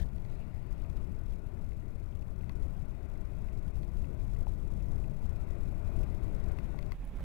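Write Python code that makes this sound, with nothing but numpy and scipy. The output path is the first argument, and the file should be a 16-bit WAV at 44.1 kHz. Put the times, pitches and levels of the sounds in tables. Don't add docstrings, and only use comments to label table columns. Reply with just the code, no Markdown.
import sys
import numpy as np
from scipy import signal
from scipy.fft import rfft, irfft, next_fast_len
from scipy.io import wavfile
from scipy.ndimage import uniform_filter1d, map_coordinates

SR = 44100
rng = np.random.default_rng(int(sys.argv[2]) if len(sys.argv) > 2 else 0)


def level_to_linear(level):
    exponent = np.asarray(level, float) / 20
    return 10 ** exponent


def materialize(psi):
    bounded = np.clip(np.atleast_2d(psi).T, -1, 1)
    quanta = np.round(bounded * 32767).astype(np.int16)
    wavfile.write(sys.argv[1], SR, quanta)


N = 319279
CUT_S = 6.937


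def unit(x):
    return x / np.sqrt(np.mean(x ** 2) + 1e-20)


def along(points, hz):
    f, v = np.transpose(points)
    return np.interp(np.log(hz + 1), np.log(f + 1), v)


def curves(rows):
    s, *cols = np.transpose(rows)
    return [np.interp(np.arange(N) / SR, s, c) for c in cols]


def wobble(rate_hz):
    knots = rng.standard_normal(int(N * rate_hz / SR) + 4)
    return map_coordinates(knots, [np.arange(N) * rate_hz / SR])


def filtered(x, response):
    m = next_fast_len(N + 8192)
    return irfft(rfft(x, m) * response(np.fft.rfftfreq(m, 1 / SR)), m)[..., :N]


def rush(spectrum, patchy_db):
    z = signal.stft(rng.standard_normal(N), nperseg=512)[2]
    field = uniform_filter1d(rng.standard_normal(z.shape), size=5, axis=0)
    field = uniform_filter1d(field, size=10, axis=1)
    patched = signal.istft(z * level_to_linear(patchy_db * unit(field)), nperseg=512)[1][:N]
    return unit(filtered(patched, lambda hz: level_to_linear(along(spectrum, hz))))


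def steady(x):
    swell = uniform_filter1d(uniform_filter1d(x ** 2, size=4000), size=4000)
    return unit(x / (np.abs(swell) + .05) ** .4)


def strikes(rows, scatter):
    out = np.zeros(N + SR)
    t = np.arange(2048) / SR
    for s, db, hz, crack_db, t60_s in rows:
        shape = level_to_linear(db - 60 * t / t60_s) * (1 - np.exp(-t / 0.00025))
        drift = np.cumsum(scatter * rng.standard_normal(len(t)))
        ring = np.sin(2 * np.pi * hz * t + drift)
        crack = level_to_linear(crack_db + 2) * np.diff(rng.standard_normal(len(t) + 1))
        out[round(s * SR):][:len(t)] += 3 * shape * (ring + crack)
    return out[:N]


def slugs():
    # (time [s], swell [dB], length [s], reach into the rumble [ratio])
    bursts = [(0.01, 8, .08, 0.66), (0.108, -5.5, 0.087, 0.13), (.43, -5, 0.083, 0.27),
              (0.617, -6, 0.062, 0.03), (0.735, 2, .07, 0.07), (.97, 2.5, .12, 1.2), (1.316, 4.5, 0.062, 0),
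              (1.445, -4, 0.075, 0), (1.575, -2, 0.05, 0.01), (1.712, 4.5, 0.15, 0.03),
              (2.376, 0.5, 0.072, 1.1), (2.627, 5.5, .09, 0.6), (2.821, 3, 0.14, 0.16),
              (2.977, -4.5, 0.1, .5), (3.497, 3.5, 0.074, 0.06), (3.789, 3, 0.12, 0.52),
              (3.891, -4.5, 0.067, 0), (3.992, 8, 0.063, 0), (4.08, -5, 0.066, 0),
              (4.395, 5.5, 0.086, 0.08), (4.494, 3.5, .07, 0.03), (4.836, -1.5, 0.083, 1.9),
              (4.93, 3, 0.17, 0.99), (5.27, 3.5, 0.06, 0.4), (5.654, 2.5, .08, .3), (6.01, 5.5, 0.13, 0.55),
              (6.171, -1.5, .1, 0.83), (6.472, 2.5, 0.16, 0.94), (6.583, -4, .06, 0),
              (6.857, 7, 0.062, 0.26)]
    s, db, length_s, reach = np.transpose(bursts)
    t = np.arange(0, N, 64) / SR
    bell = db[:, None] * np.exp(-4 * ((t - s[:, None]) / length_s[:, None]) ** 2)
    deep_db, upper_db = bell.sum(0), reach @ bell
    return [np.interp(np.arange(N) / SR, t, c) for c in (deep_db, upper_db)]


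def heave(level_db):
    # (frequency [Hz], density [dB per Hz])
    spectrum = [(4.7, -32), (8.0, 1), (32, 1.5), (90, -10), (120, -36), (200, -120)]
    return level_to_linear(level_db + 7.0) * steady(rush(spectrum, patchy_db=1.0))


def rumble(level_db):
    # (frequency [Hz], density [dB per Hz])
    spectrum = [(29, -27.5), (50, -1), (124, -6.5), (196, -12.5), (249, -24), (300, -23.5), (390, -48),
                (660, -120)]
    return level_to_linear(level_db + 3.0) * steady(rush(spectrum, patchy_db=-2.0))


def roar(level_db, burst):
    # (frequency [Hz], density [dB per Hz])
    spectrum = [(140, -28.5), (230, -0.5), (259, -5), (376, -2), (495, -10.5), (622, -7), (782, -16),
                (891, -15.5), (1200, -22), (1560, -52), (2640, -120)]
    return level_to_linear(level_db - 10.0 + .6 * burst) * rush(spectrum, patchy_db=0.84)


def gas(level_db, burst):
    # (frequency [Hz], density [dB per Hz])
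    spectrum = [(800, -26.5), (1050, -3.5), (1330, -2.5), (1440, 0.5), (1680, -8.5), (2000, -4.5),
                (2280, -7), (2500, -6.5), (2700, -10.5), (2900, -17), (3800, -18), (5000, -25.5),
                (16000, -38.5)]
    return level_to_linear(level_db - 24.0 + 0.5 * burst) * rush(spectrum, patchy_db=1.25)


def lead_in():
    # (time [s], level [dB])
    fade = [
        (0, -45),
        (.008, -55.5),
        (.036, -56.5),
        (.044, -88),
    ]
    spectrum = [(150, -31), (350, 12), (1200, -12), (1750, 7), (2300, -14), (3400, 0.5),
                (4500, -9.0), (15000, -27.0)]
    return level_to_linear(curves(fade)[0]) * rush(spectrum, patchy_db=0.5)


def lake():
    # (time [s], churning [dB], venting [dB])
    activity = [(0, -40.5, -2), (.5, -41.5, -0.5), (1.1, -41.5, 0.5), (2.0, -44, -0.5), (2.6, -41.5, -0.5),
                (3.1, -42.5, 1), (4.3, -39.5, 0), (4.8, -39, -0.5), (5.4, -39.5, 2), (6.1, -38.5, 4),
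                (6.5, -39, 5.5), (6.93, -42.5, 2)]
    churn_db, vent_db = curves(activity)
    deep_db, upper_db = slugs()
    mean_db = churn_db.mean()
    roar_db = mean_db + 0.6 * (churn_db - mean_db) + 0.5 * vent_db + 0.6 * upper_db
    burst = wobble(7)
    low = heave(churn_db + deep_db) + rumble(churn_db + upper_db)
    high = roar(roar_db, burst) + gas(mean_db + vent_db, burst)
    return low + high + lead_in()


def idle_track():
    spectrum = [(1, -14), (6, 0), (20, -9), (200, -28), (1000, -50)]  # (Hz, dB per Hz)
    drift = level_to_linear(-87) * rush(spectrum, patchy_db=.1)
    return level_to_linear(-86.5) + drift + level_to_linear(-89) * rng.standard_normal(N)


def grit(count, db):
    draw = rng.random((count, 3))
    rows = [(s * CUT_S, db + 9 * size, 1800 * 1.8 ** pitch, -14, .009) for s, size, pitch in draw]
    return strikes(rows, scatter=0.089)


def tent():
    # (time [s], level [dB])
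    gust = [
        (.15, -94),
        (.3, -67.5),
        (.6, -74.5),
        (.82, -67.5),
        (.95, -92),
    ]
    # (frequency [Hz], density [dB per Hz])
    spectrum = [(1300, -42), (1900, 2), (2500, -1), (3000, -9.5), (4800, -12.5), (5600, -25), (9000, -81)]
    return level_to_linear(curves(gust)[0] + 1.6 * wobble(40)) * rush(spectrum, patchy_db=4.0)


def ticks():
    # (time [s], peak level [dB], third mode [dB], high modes [dB])
    hits = [(0.181, -64, -2, 1), (0.2488, -60, -14, -1), (0.846, -68, 8, -21), (1.3359, -63, -18, -17),
            (1.718, -56, -8, -19), (2.2223, -64, 3, -4), (2.4075, -65, 4.5, -18), (2.433, -58, -10, -19),
            (2.4928, -49.5, -3, -1), (3.1542, -57, -18, -17), (3.484, -61, 1.5, -6.5),
            (3.83, -59.5, -1, 2.5), (4.0425, -58.5, 2.5, -21), (4.361, -56, -7, -13), (4.802, -67, 5, -13),
            (5.04, -60.5, 3, -24), (6.031, -57.5, 2, -15), (6.5854, -48.5, -2, -9), (6.787, -46, -8, -5),
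            (6.825, -58, 0.5, 3), (6.9184, -42.5, -11, -5.5)]
    # (frequency [Hz], relative t60 [ratio])
    shell = [(1100, 2.6), (2040, 1.32), (2560, 1.03), (3300, 0.35), (4350, 0.53), (5900, 0.63)]
    t60_s = 0.012
    rows = []
    for s, db, third_db, high_db in hits:
        mode_db = np.array([-11, -1.5, third_db + 1.5, high_db + 3, high_db, high_db - 10])
        for level_db, (hz, life) in zip(db + mode_db, shell):
            rows.append((s + 0.0017, level_db, hz, -24, t60_s * life))
    return strikes(rows, scatter=.045)


def taps():
    # (time [s], peak level [dB], ring [Hz], t60 [s])
    clots = [(0.396, -57, 696, 0.02), (1.219, -51.5, 700, 0.015), (2.4975, -48, 1040, 0.012),
             (4.4688, -42.5, 853, 0.017), (4.4685, -50, 646, 0.016), (4.4687, -58, 2600, 0.0092),
             (5.7255, -46, 664, 0.016), (5.893, -48.5, 600, 0.024), (6.446, -57, 660, 0.021),
             (6.586, -49, 1130, 0.018), (6.745, -46.5, 770, 0.021), (6.919, -50, 1130, 0.022)]
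    crack_db = -36
    return strikes([(s, db, hz, crack_db, t60_s) for s, db, hz, t60_s in clots], scatter=0.01)


def wide_rush(spectrum, patchy_db):
    # (frequency [Hz], correlation [0-1])
    alike = [(60, 0.56), (130, 0.69), (290, 0.84), (640, 0.77), (1410, 0.64), (3100, 0.18), (6000, .1)]

    def turn(hz):
        return np.arccos(np.clip(along(alike, hz), -1, 1)) / 2

    mid = filtered(rush(spectrum, patchy_db), lambda hz: np.cos(turn(hz)))
    side = filtered(rush(spectrum, patchy_db), lambda hz: np.sin(turn(hz)))
    return unit(np.array([mid + side, mid - side]))


def buffet(level_db):
    # (frequency [Hz], density [dB per Hz])
    spectrum = [(6, -22), (12, -6.5), (45, -1), (65, -13.5), (120, -42.5), (300, -120)]
    return level_to_linear(level_db) * wide_rush(spectrum, patchy_db=0.0) * level_to_linear([[-3], [0.3]])


def close_lake(rumble_db):
    # (frequency [Hz], density [dB per Hz])
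    low = [(30, -18.5), (60, -1.5), (85, -4.5), (140, -0.5), (250, -11), (330, -22.5), (500, -53),
           (900, -120)]
    # (frequency [Hz], density [dB per Hz])
    high = [(150, -38), (280, 0), (420, -1), (620, -1.5), (800, -6), (1400, -12.5), (2500, -13.5),
            (2900, -20), (3900, -23), (4400, -31), (9000, -38.5), (16000, -38)]
    roar_db = -56 + 0.75 * (rumble_db - rumble_db[0])
    return level_to_linear(rumble_db) * wide_rush(low, patchy_db=-3.0) + level_to_linear(roar_db) * wide_rush(high, patchy_db=0.9)


def rattle():
    # (time [s], peak level [dB], ring [Hz], crack [dB], t60 [s])
    knocks = [
        (7.051, -61.5, 10200, -6, 0.011),
        (7.052, -61, 15000, -13, 0.0084),
        (7.072, -74, 10400, -15, 0.032),
        (6.944, -67, 2900, -12, 0.0099),
        (7.166, -62, 2200, -10, 0.023),
        (7.187, -53, 1100, -25, .015),
        (7.196, -52.5, 1400, -22, 0.023),
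        (7.2065, -41, 600, -31, 0.0097),
        (7.206, -74, 10000, -14, 0.009),
        (7.229, -65, 3100, -11, 0.036),
    ]
    return 0.68 * strikes(knocks, scatter=0.11)


def thud():
    start_s, level_db, hz, t60_s = 7.191, -33.5, 62.4, 0.28
    t = np.maximum(np.arange(N) / SR - start_s, 0)
    return level_to_linear(level_db - 60 * t / t60_s) * np.sin(2 * np.pi * hz * t)


def close_shot():
    # (time [s], wind level [dB], lake level [dB])
    levels = [
        (6.94, -52, -44.5),
        (6.98, -37.5, -50.5),
        (7.04, -40, -46),
        (7.1, -39, -48),
        (7.17, -37.5, -44.5),
        (7.24, -38, -42.5),
    ]
    wind_db, rumble_db = curves(levels)
    hiss = level_to_linear(-80) * rng.standard_normal((2, N))
    air = buffet(wind_db) + close_lake(rumble_db) + hiss + rattle()
    return air * level_to_linear([[-5.5], [0.3]]) + thud()


def scene():
    first = lake() + grit(count=160, db=-71.5) + tent() + ticks() + taps()
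    after = np.clip((np.arange(N) / SR - CUT_S) / 0.0032, 0, 1)
    return (1 - after) * np.array([first, idle_track()]) + after * close_shot()


def companded(x):
    size = np.minimum(np.abs(x) * 32768 + 132, 32767)
    step = 2 ** (np.floor(np.log2(size)) - 4)
    return np.sign(x) * ((np.floor(size / step) + .5) * step - 132) / 32768


def top_cut(x):
    return signal.sosfilt(signal.butter(12, 15890, fs=SR, output="sos"), x)


def record(dry):
    top_hz = 15830
    mix = filtered(companded(dry), lambda hz: hz < top_hz)
    return top_cut(mix)


dry = scene()
out = record(dry)
materialize(out)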